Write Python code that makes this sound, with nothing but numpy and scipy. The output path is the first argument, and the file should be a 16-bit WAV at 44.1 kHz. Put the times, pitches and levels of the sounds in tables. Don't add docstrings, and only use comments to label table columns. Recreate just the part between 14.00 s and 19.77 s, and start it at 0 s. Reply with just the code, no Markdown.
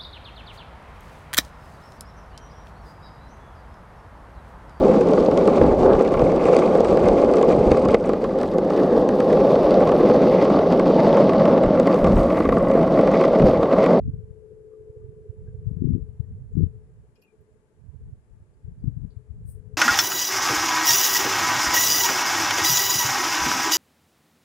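import sys
import numpy as np
from scipy import signal
from scipy.fft import rfft, irfft, next_fast_len
from scipy.io import wavfile
from scipy.ndimage import uniform_filter1d, map_coordinates

SR = 44100
rng = np.random.default_rng(int(sys.argv[2]) if len(sys.argv) > 2 else 0)


def digitize_waveform(pressure):
    field = np.atleast_2d(pressure).T
    bounded = np.clip(field, -1, 1)
    quanta = np.round(bounded * 32767).astype(np.int16)
    wavfile.write(sys.argv[1], SR, quanta)


N = 254456
TIME_S = np.arange(N) / SR


def amp(db):
    return 10 ** (np.asarray(db) / 20)


def unit(x):
    return x / np.sqrt(np.mean(x ** 2) + 1e-20)


def curves(rows):
    times_s, *columns = np.transpose(rows)
    return [np.interp(TIME_S, times_s, column) for column in columns]


def wobble(rate):
    points = rng.standard_normal(int(N * rate / SR) + 4)
    return map_coordinates(points, [np.arange(N) * rate / SR])


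def filtered(x, gain_at):
    size = next_fast_len(N + SR // 2)
    return irfft(rfft(x, size) * gain_at(np.fft.rfftfreq(size, 1 / SR)), size)[..., :N]


def noise(spectrum):
    pitch_hz, level_db = np.transpose(spectrum)
    shape = lambda hz: amp(np.interp(np.log(hz + 1), np.log(pitch_hz), level_db))
    return unit(filtered(rng.standard_normal((2, N)), shape))


def resonant(modes):
    shape = lambda hz: sum(amp(db) / (1 + (2 * (hz - pitch) / width) ** 2) for pitch, width, db in modes)
    return unit(filtered(rng.standard_normal((2, N)), shape))


def placed(pair, left_db, alike=0):
    turn = np.arccos(np.clip(alike, 0, 1)) / 2
    mid, side = np.cos(turn) * pair[0], np.sin(turn) * pair[1]
    return np.array([mid + side, mid - side]) * amp([[left_db / 2], [-left_db / 2]])


def evened(x, span_s, share):
    power = np.abs(uniform_filter1d(x ** 2, int(span_s * SR), axis=-1)) + 1e-6
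    return unit(x / power ** (share / 2))


def ringing_note(pitch_hz, width_hz):
    return evened(resonant([(pitch_hz, width_hz, 0)]), span_s=.006, share=.8)


def struck(start_s, fade_s, rise_s=.0014):
    age_s = np.clip(TIME_S - start_s, 0, 1)
    return (1 - np.exp(-age_s / rise_s)) * amp(-60 * age_s / fade_s)


def dulled(x, edge_hz, steepness=30):
    hz, frames_s, spectra = signal.stft(x, SR, nperseg=128)
    edge = np.maximum(np.interp(frames_s, TIME_S, edge_hz), SR / 10)
    return signal.istft(spectra / np.sqrt(1 + (hz[:, None] / edge) ** steepness), SR)[1][:, :N]


# start_s, hold_s, level_db, fall_s (to drop 20 dB), port (0 left, 1 right)
GUSTS = [(0, .12, -32, .33, 0), (0, .1, -28.5, .12, 1), (.17, .1, -46, .3, 1), (.51, .03, -47, .15, 0),
         (.5, .15, -52, .3, 1), (.79, .12, -52, .2, 1), (1.02, .08, -42, .5, 1), (1.35, .27, -41, .22, 1),
         (1.37, .01, -47, .1, 0), (1.45, .05, -38.5, .12, 0), (1.59, .06, -38, .1, 0),
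         (1.67, .14, -31, .2, 0), (1.72, .45, -44.5, .25, 1), (1.82, .155, -23.3, .07, 0),
         (1.99, .04, -32, .25, 0), (2.23, .11, -37, .25, 0), (2.31, .13, -36.5, .4, 1),
         (2.575, .065, -22.5, .07, 0), (2.55, .1, -41, .2, 1), (2.75, .29, -48, .15, 1),
         (2.67, .12, -38, .12, 0), (2.9, .2, -52, .08, 0), (3.4, .02, -50, .06, 1),
         (3.52, .02, -53, .18, 1), (3.82, .29, -41.5, .2, 1), (4.02, .07, -40.5, .13, 0),
         (4.32, .03, -44, .17, 0), (4.37, .2, -52, .2, 1), (4.67, .05, -37, .13, 0),
         (4.67, .15, -43, .5, 1), (4.845, .02, -31, .05, 0), (4.872, .02, -26, .05, 0),
         (4.9, .05, -38, .1, 0), (4.97, .08, -31, .08, 0), (5.07, .12, -44, .2, 0), (5.31, .42, -39, .2, 0),
         (5.35, .13, -41, .22, 1)]
def gust_levels(calm_db=-72, rise_s=.06):
    power = np.full((2, N), amp(calm_db) ** 2)
    for start_s, hold_s, level_db, fall_s, port in GUSTS:
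        before = np.maximum(start_s - TIME_S, 0) / rise_s
        after = np.maximum(TIME_S - start_s - hold_s, 0) / fall_s
        power[port] += amp(level_db - 20 * np.minimum(before + after, 10)) ** 2
    return 10 * np.log10(power)


# pitch_hz, level_db
SLOW_AIR = [(10, -24), (25, -13), (45, -3), (75, -1.5), (120, -1.5), (165, -9.5), (220, -20.5),
            (320, -41.5), (600, -70.5), (1200, -120)]
# pitch_hz, level_db
FAST_AIR = [(30, -25.5), (90, -11), (150, 4), (200, -3), (260, 0), (350, -8), (450, -14), (550, -32),
            (700, -52), (1400, -110)]
def flutter(flow_db):
    slow = evened(noise(SLOW_AIR), span_s=.03, share=.8)
    fast = evened(noise(FAST_AIR), span_s=.02, share=.9)
    fast_db = np.minimum(1.4 * (flow_db + 18.5), -2)
    lumps_db = 2.4 * np.array([wobble(45), wobble(45)])
    return amp(flow_db - 1.8) * (amp(lumps_db) * slow + amp(fast_db) * fast)


def small_swirls(flow_db, per_second=13, typical_hz=84):
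    rows = []
    for k, (late, size, speed) in enumerate(rng.standard_normal((300, 3))):
        time_s, port = (k // 2 + late / 2) / per_second, k % 2
        if 0 <= time_s * SR < N:
            level_db = flow_db[port, int(time_s * SR)] + 2 + 2.3 * size
            rows.append((time_s, level_db, typical_hz * np.exp(.1 * speed), .55, port))
    return rows


# time_s, level_db, pitch_hz, half_length_cycles, port (0 left, 1 right)
BIG_SWIRLS = [(.059, -18, 110, .65, 0), (.08, -19, 125, .7, 0), (.083, -24, 220, .8, 0),
              (.097, -16, 120, .65, 1), (.142, -18, 108, .52, 0), (.193, -26, 110, .45, 0),
              (.243, -29, 90, .5, 1), (.312, -26, 102, .55, 0), (.805, -39, 90, .55, 1),
              (.903, -30.5, 92, .55, 1), (.973, -32, 90, .55, 1), (1.048, -29, 90, .55, 1),
              (1.093, -31, 90, .5, 1), (1.301, -23, 90, .8, 1), (1.39, -29, 85, .5, 1),
              (1.487, -26, 105, .7, 1), (1.55, -24, 90, .6, 1), (1.595, -26, 89, .55, 1),
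              (1.673, -13, 100, .6, 0), (1.687, -18, 105, .5, 0), (1.716, -15, 125, .45, 0),
              (1.771, -14, 115, .5, 0), (1.823, -9.5, 208, .42, 0), (1.832, -29, 90, .6, 1),
              (1.843, -14, 290, .8, 0), (1.855, -9, 135, .35, 0), (1.874, -20, 290, .7, 0),
              (1.891, -8, 120, .6, 0), (1.907, -8.7, 180, .7, 0), (1.923, -16, 140, .5, 0),
              (1.931, -22, 80, .55, 1), (1.94, -12, 85, .55, 0), (1.952, -11, 200, .5, 0),
              (1.963, -16, 220, .5, 0), (1.981, -20.5, 220, .55, 0), (2.026, -23, 95, .5, 0),
              (2.204, -12, 102, .6, 0), (2.31, -25, 85, .6, 0), (2.42, -27, 80, .6, 1),
              (2.54, -21, 90, .55, 0), (2.556, -16, 130, .5, 0), (2.572, -13, 245, .65, 0),
              (2.58, -9, 135, .5, 0), (2.594, -7.3, 121, .55, 0), (2.607, -18, 310, .7, 0),
              (2.609, -12, 140, .6, 0), (2.622, -9.8, 130, .7, 0), (2.633, -16, 255, .8, 0),
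              (2.64, -6.3, 95, .6, 0), (2.667, -19, 135, .6, 0), (3.896, -32, 76, .6, 1),
              (3.963, -33, 85, .6, 1), (4.06, -30.5, 100, .8, 0), (4.133, -28, 97, .55, 1),
              (4.425, -38, 90, .55, 1), (4.652, -26, 90, .6, 0), (4.683, -25, 100, .55, 0),
              (4.843, -14.5, 140, .36, 0), (4.86, -22, 110, .5, 0), (4.882, -9.5, 120, .72, 0),
              (4.974, -18, 115, .7, 0), (5.051, -16.5, 115, .35, 0), (5.172, -23.5, 85, .55, 0),
              (5.311, -25, 79, .55, 0), (5.455, -26, 85, .55, 0), (5.489, -26, 90, .55, 0),
              (5.558, -26, 70, .5, 0), (5.601, -25, 70, .45, 0), (5.742, -25, 80, .5, 0)]
def thumps(flow_db):
    swirls = BIG_SWIRLS + small_swirls(flow_db)
    phases = rng.uniform(0, 2 * np.pi, size=400)
    pressure = np.zeros((2, N))
    for (time_s, level_db, pitch_hz, half_length, port), phase in zip(swirls, phases):
        reach_s = np.pi * half_length / pitch_hz
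        near = slice(*np.searchsorted(TIME_S, [time_s - reach_s, time_s + reach_s]))
        cycles = (TIME_S[near] - time_s) * pitch_hz
        swell = amp(level_db) * np.exp(-(cycles / half_length) ** 2)
        pressure[port, near] += swell * np.cos(2 * np.pi * cycles + phase)
    return pressure


# pitch_hz, gain_db
WIND_COLOUR = [(20, -4.5), (40, -0.5), (60, 0), (130, 0.5), (165, 0), (200, -1), (255, 3), (310, -3),
               (350, 0), (450, -0.5), (600, -4.5)]
def draught():
    pitch_hz, gain_db = np.transpose(WIND_COLOUR)
    flow_db = gust_levels()
    wind = flutter(flow_db) + thumps(flow_db)
    return filtered(wind, lambda hz: amp(np.interp(hz, pitch_hz, gain_db)))


# time_s, left_db, right_db
HUM_LEVELS = [(0, -51, -63), (.42, -46, -56.5), (.75, -42.5, -51), (1.1, -45, -51.5), (1.35, -50, -52),
              (2.0, -53, -58), (2.45, -63.5, -67.5), (2.76, -55, -61), (2.95, -70, -71), (3.15, -76, -79),
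              (3.27, -74, -77), (3.35, -60, -66.5), (3.63, -65.5, -72), (3.88, -73, -81), (4.02, -63, -68),
              (4.15, -72, -78), (4.6, -71.5, -78), (5.2, -60, -71), (5.45, -67.5, -73), (5.7, -57.5, -60.5)]
# pitch_hz, level_db
SCATTERED_HUM = [(200, -47.5), (300, -20), (350, -9), (400, -1), (440, -7.5), (495, 0), (525, -9),
                 (570, -33), (800, -81.5)]
# pitch_hz, width_hz, level_db
FAN_RINGS = [(200, 86, 1), (290, 30, -5.5), (364, 49, -3.5), (409, 37, -3.5), (508, 48, -5.5),
             (618.6, 68, -7.5), (741.4, 35, -12), (873.7, 49, -9), (999, 43, -14.5), (1128, 50, -20)]
# time_s, extra_db
HUM_FLARES = [(3.192, 14), (3.79, 7), (4.69, 6), (5.58, 7)]
def fan_hum(motor_hz=434.2, slowing_hz_per_s=.8, blade_hz=13.46, flare_s=.025):
    left_db, right_db = curves(HUM_LEVELS)
    pitch_hz = motor_hz - slowing_hz_per_s * TIME_S
    blade_phase = 2 * np.pi * blade_hz * (TIME_S - .742)
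    blade = np.cos(blade_phase)
    depth = np.clip(.24 + .019 * (-45 - left_db), 0, 1)
    echo = unit((1 + blade) ** 2) * amp(5 * depth * wobble(blade_hz))
    bend = .15 * wobble(22) - .18 * np.sin(blade_phase)
    tone = np.sqrt(2) * np.sin(2 * np.pi * np.cumsum(pitch_hz) / SR + bend) * amp(wobble(9) - .7)
    scattered = amp(-9.5 + 7 * depth) * placed(noise(SCATTERED_HUM), left_db=-1, alike=.65)
    whirr = amp(-69.7 + .3 * blade) * placed(resonant(FAN_RINGS), left_db=5, alike=1)
    flare_db = sum(db * np.exp(-((TIME_S - time_s) / flare_s) ** 2) for time_s, db in HUM_FLARES)
    throb = 1 - depth + depth * echo
    return amp([left_db + flare_db, right_db + flare_db]) * throb * (tone + scattered) + whirr


# pitch_hz, level_db
AIR_HISS = [(20, 0), (70, 3), (150, 4), (300, -5), (600, -13.5), (850, -16.5), (1200, -10.5), (1400, -13.5),
            (1620, -10.5), (1780, -14.5), (2400, -19), (3500, -25.5), (6400, -26.5), (6700, -22.5),
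            (7650, -21.3), (8000, -25.5), (9400, -23.2), (10300, -24.2), (11000, -28), (11900, -31),
            (12400, -51.5)]
def room_air():
    return amp(-71) * placed(noise(AIR_HISS), left_db=5.5)


# start_s, level_db, pitch_hz, fade_s
TAPS = [(.716, -66, 1162, .06), (.736, -64, 1190, .09), (1.015, -73, 1187, .12), (1.474, -67, 1640, .1),
        (2.235, -75, 1838, .1), (2.528, -73, 7150, .1), (3.407, -82.5, 13440, .085),
        (4.538, -80, 4600, .06), (4.8, -81, 4680, .08), (4.836, -64, 775, .09), (5.103, -70, 4700, .03),
        (5.119, -76, 4650, .08)]
def ticks(width_hz=60):
    rings = sum(amp(level_db) * struck(start_s, fade_s) * ringing_note(pitch_hz, width_hz)
                for start_s, level_db, pitch_hz, fade_s in TAPS)
    return placed(rings, left_db=6)


# start_s, ring_db, favoured_hz, clack_db, tink_db
LOCK_HITS = [(3.155, -79, 2700, -73, -83), (3.159, -71, 2470, -79, -92), (3.189, -85, 2470, -85, -99),
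             (3.217, -79, 2650, -75, -76), (3.2195, -74, 2600, -86, -65), (3.222, -63, 2610, -79, -92),
             (3.236, -80, 2620, -95, -74)]
# pitch_hz, width_hz, level_db
LOCK_NOTES = [(2465, 30, 0), (2610, 60, -11), (2760, 45, -1)]
# pitch_hz, width_hz, level_db
LOCK_HIGH_NOTES = [(2920, 200, -1), (3240, 150, -4), (4075, 200, -8), (4600, 250, -4), (5300, 160, -.5),
                   (5650, 150, -6), (7000, 300, -8)]
def lock_clicks(ring_s=.13, miss_db_per_hz=.04):
    starts_s, ring_db, favoured_hz, clack_db, tink_db = np.transpose(LOCK_HITS)

    def hits(levels_db, fade_s, rise_s):
        return sum(amp(db) * struck(start_s, fade_s, rise_s) for start_s, db in zip(starts_s, levels_db))

    metal = 0
    for pitch_hz, width_hz, level_db in LOCK_NOTES:
        note_db = level_db + ring_db - miss_db_per_hz * abs(pitch_hz - favoured_hz)
        metal += hits(note_db, ring_s, rise_s=.003) * ringing_note(pitch_hz, width_hz)
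    high_notes = hits(clack_db, .65 * ring_s, rise_s=.0014) * resonant(LOCK_HIGH_NOTES)
    clack = hits(clack_db, fade_s=.028, rise_s=.0005) * resonant([(5000, 1300, 0)])
    tink = hits(tink_db, fade_s=.05, rise_s=.0005) * resonant([(11540, 300, 0)])
    return placed(metal + high_notes + clack + tink, left_db=6)


# time_s, pitch_hz, level_db
SQUEAK_PATH = [(3.235, 2570, -100), (3.246, 2600, -72), (3.258, 2690, -71), (3.269, 2530, -78),
               (3.279, 2440, -71), (3.305, 2420, -76), (3.322, 2385, -84), (3.36, 2370, -102)]
def lock_squeak(waver_hz=28, rough_db=2):
    pitch_hz, level_db = curves(SQUEAK_PATH)
    shaky_hz = pitch_hz + waver_hz * np.array([wobble(200), wobble(200)])
    tone = unit(np.sin(2 * np.pi * np.cumsum(shaky_hz, axis=1) / SR))
    sounding = (TIME_S > SQUEAK_PATH[0][0]) & (TIME_S < SQUEAK_PATH[-1][0])
    return sounding * amp(level_db + rough_db * wobble(180)) * placed(tone, left_db=6)


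def finger_brush(start_s=5.104, level_db=-76.5, pitch_hz=4150, width_hz=1100, fade_s=.22):
    scuff = placed(resonant([(pitch_hz, width_hz, 0)]), left_db=6)
    return amp(level_db) * struck(start_s, fade_s) * scuff


# time_s, level_db
SLIDE_LEVELS = [(5.425, -98), (5.455, -73), (5.485, -57), (5.515, -58), (5.55, -68), (5.58, -78),
                (5.65, -98)]
# pitch_hz, level_db
SLIDE_HISS = [(3000, -43), (5300, -14.5), (6500, -23), (7650, -21), (7850, 1), (9200, 2), (9600, -5),
              (10400, 1), (10850, -12), (11600, -1), (14000, -2), (15600, -4)]
# pitch_hz, width_hz, level_db
SLIDE_NOTES = [(7850, 60, -7), (8550, 60, 0), (8850, 40, -3), (8925, 60, -2), (9130, 60, -1),
               (9200, 50, -1), (9306, 50, 1), (9950, 60, -3), (10130, 50, -3), (10270, 90, -4),
               (10440, 80, -5), (12530, 45, -8)]
def slide(grain_db=2.4, ring_s=.07, top_hz=15900, darken_hz_per_db=160):
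    level_db, = curves(SLIDE_LEVELS)
    stroke = amp(level_db + grain_db * wobble(450))
    power_kept = amp(-60 / (ring_s * SR)) ** 2
    ringing = np.sqrt(signal.lfilter([1 - power_kept], [1, -power_kept], stroke ** 2))
    edge_hz = top_hz + darken_hz_per_db * (level_db - level_db.max())
    hiss = amp(-3.7) * dulled(placed(noise(SLIDE_HISS), left_db=5), edge_hz)
    zing = amp(-8.6) * placed(resonant(SLIDE_NOTES), left_db=14.5)
    return stroke * hiss + ringing * zing


def scene():
    background = draught() + fan_hum() + room_air()
    return background + ticks() + finger_brush() + lock_clicks() + lock_squeak() + slide()


def record(dry, fade_s=.006, top_hz=15700):
    from_end_s = np.minimum(TIME_S, TIME_S[::-1])
    fade = np.sin(np.minimum(from_end_s / fade_s, 1) * np.pi / 2) ** 2
    return filtered(dry * fade, lambda hz: hz < top_hz)


dry = scene()
out = record(dry)
digitize_waveform(out)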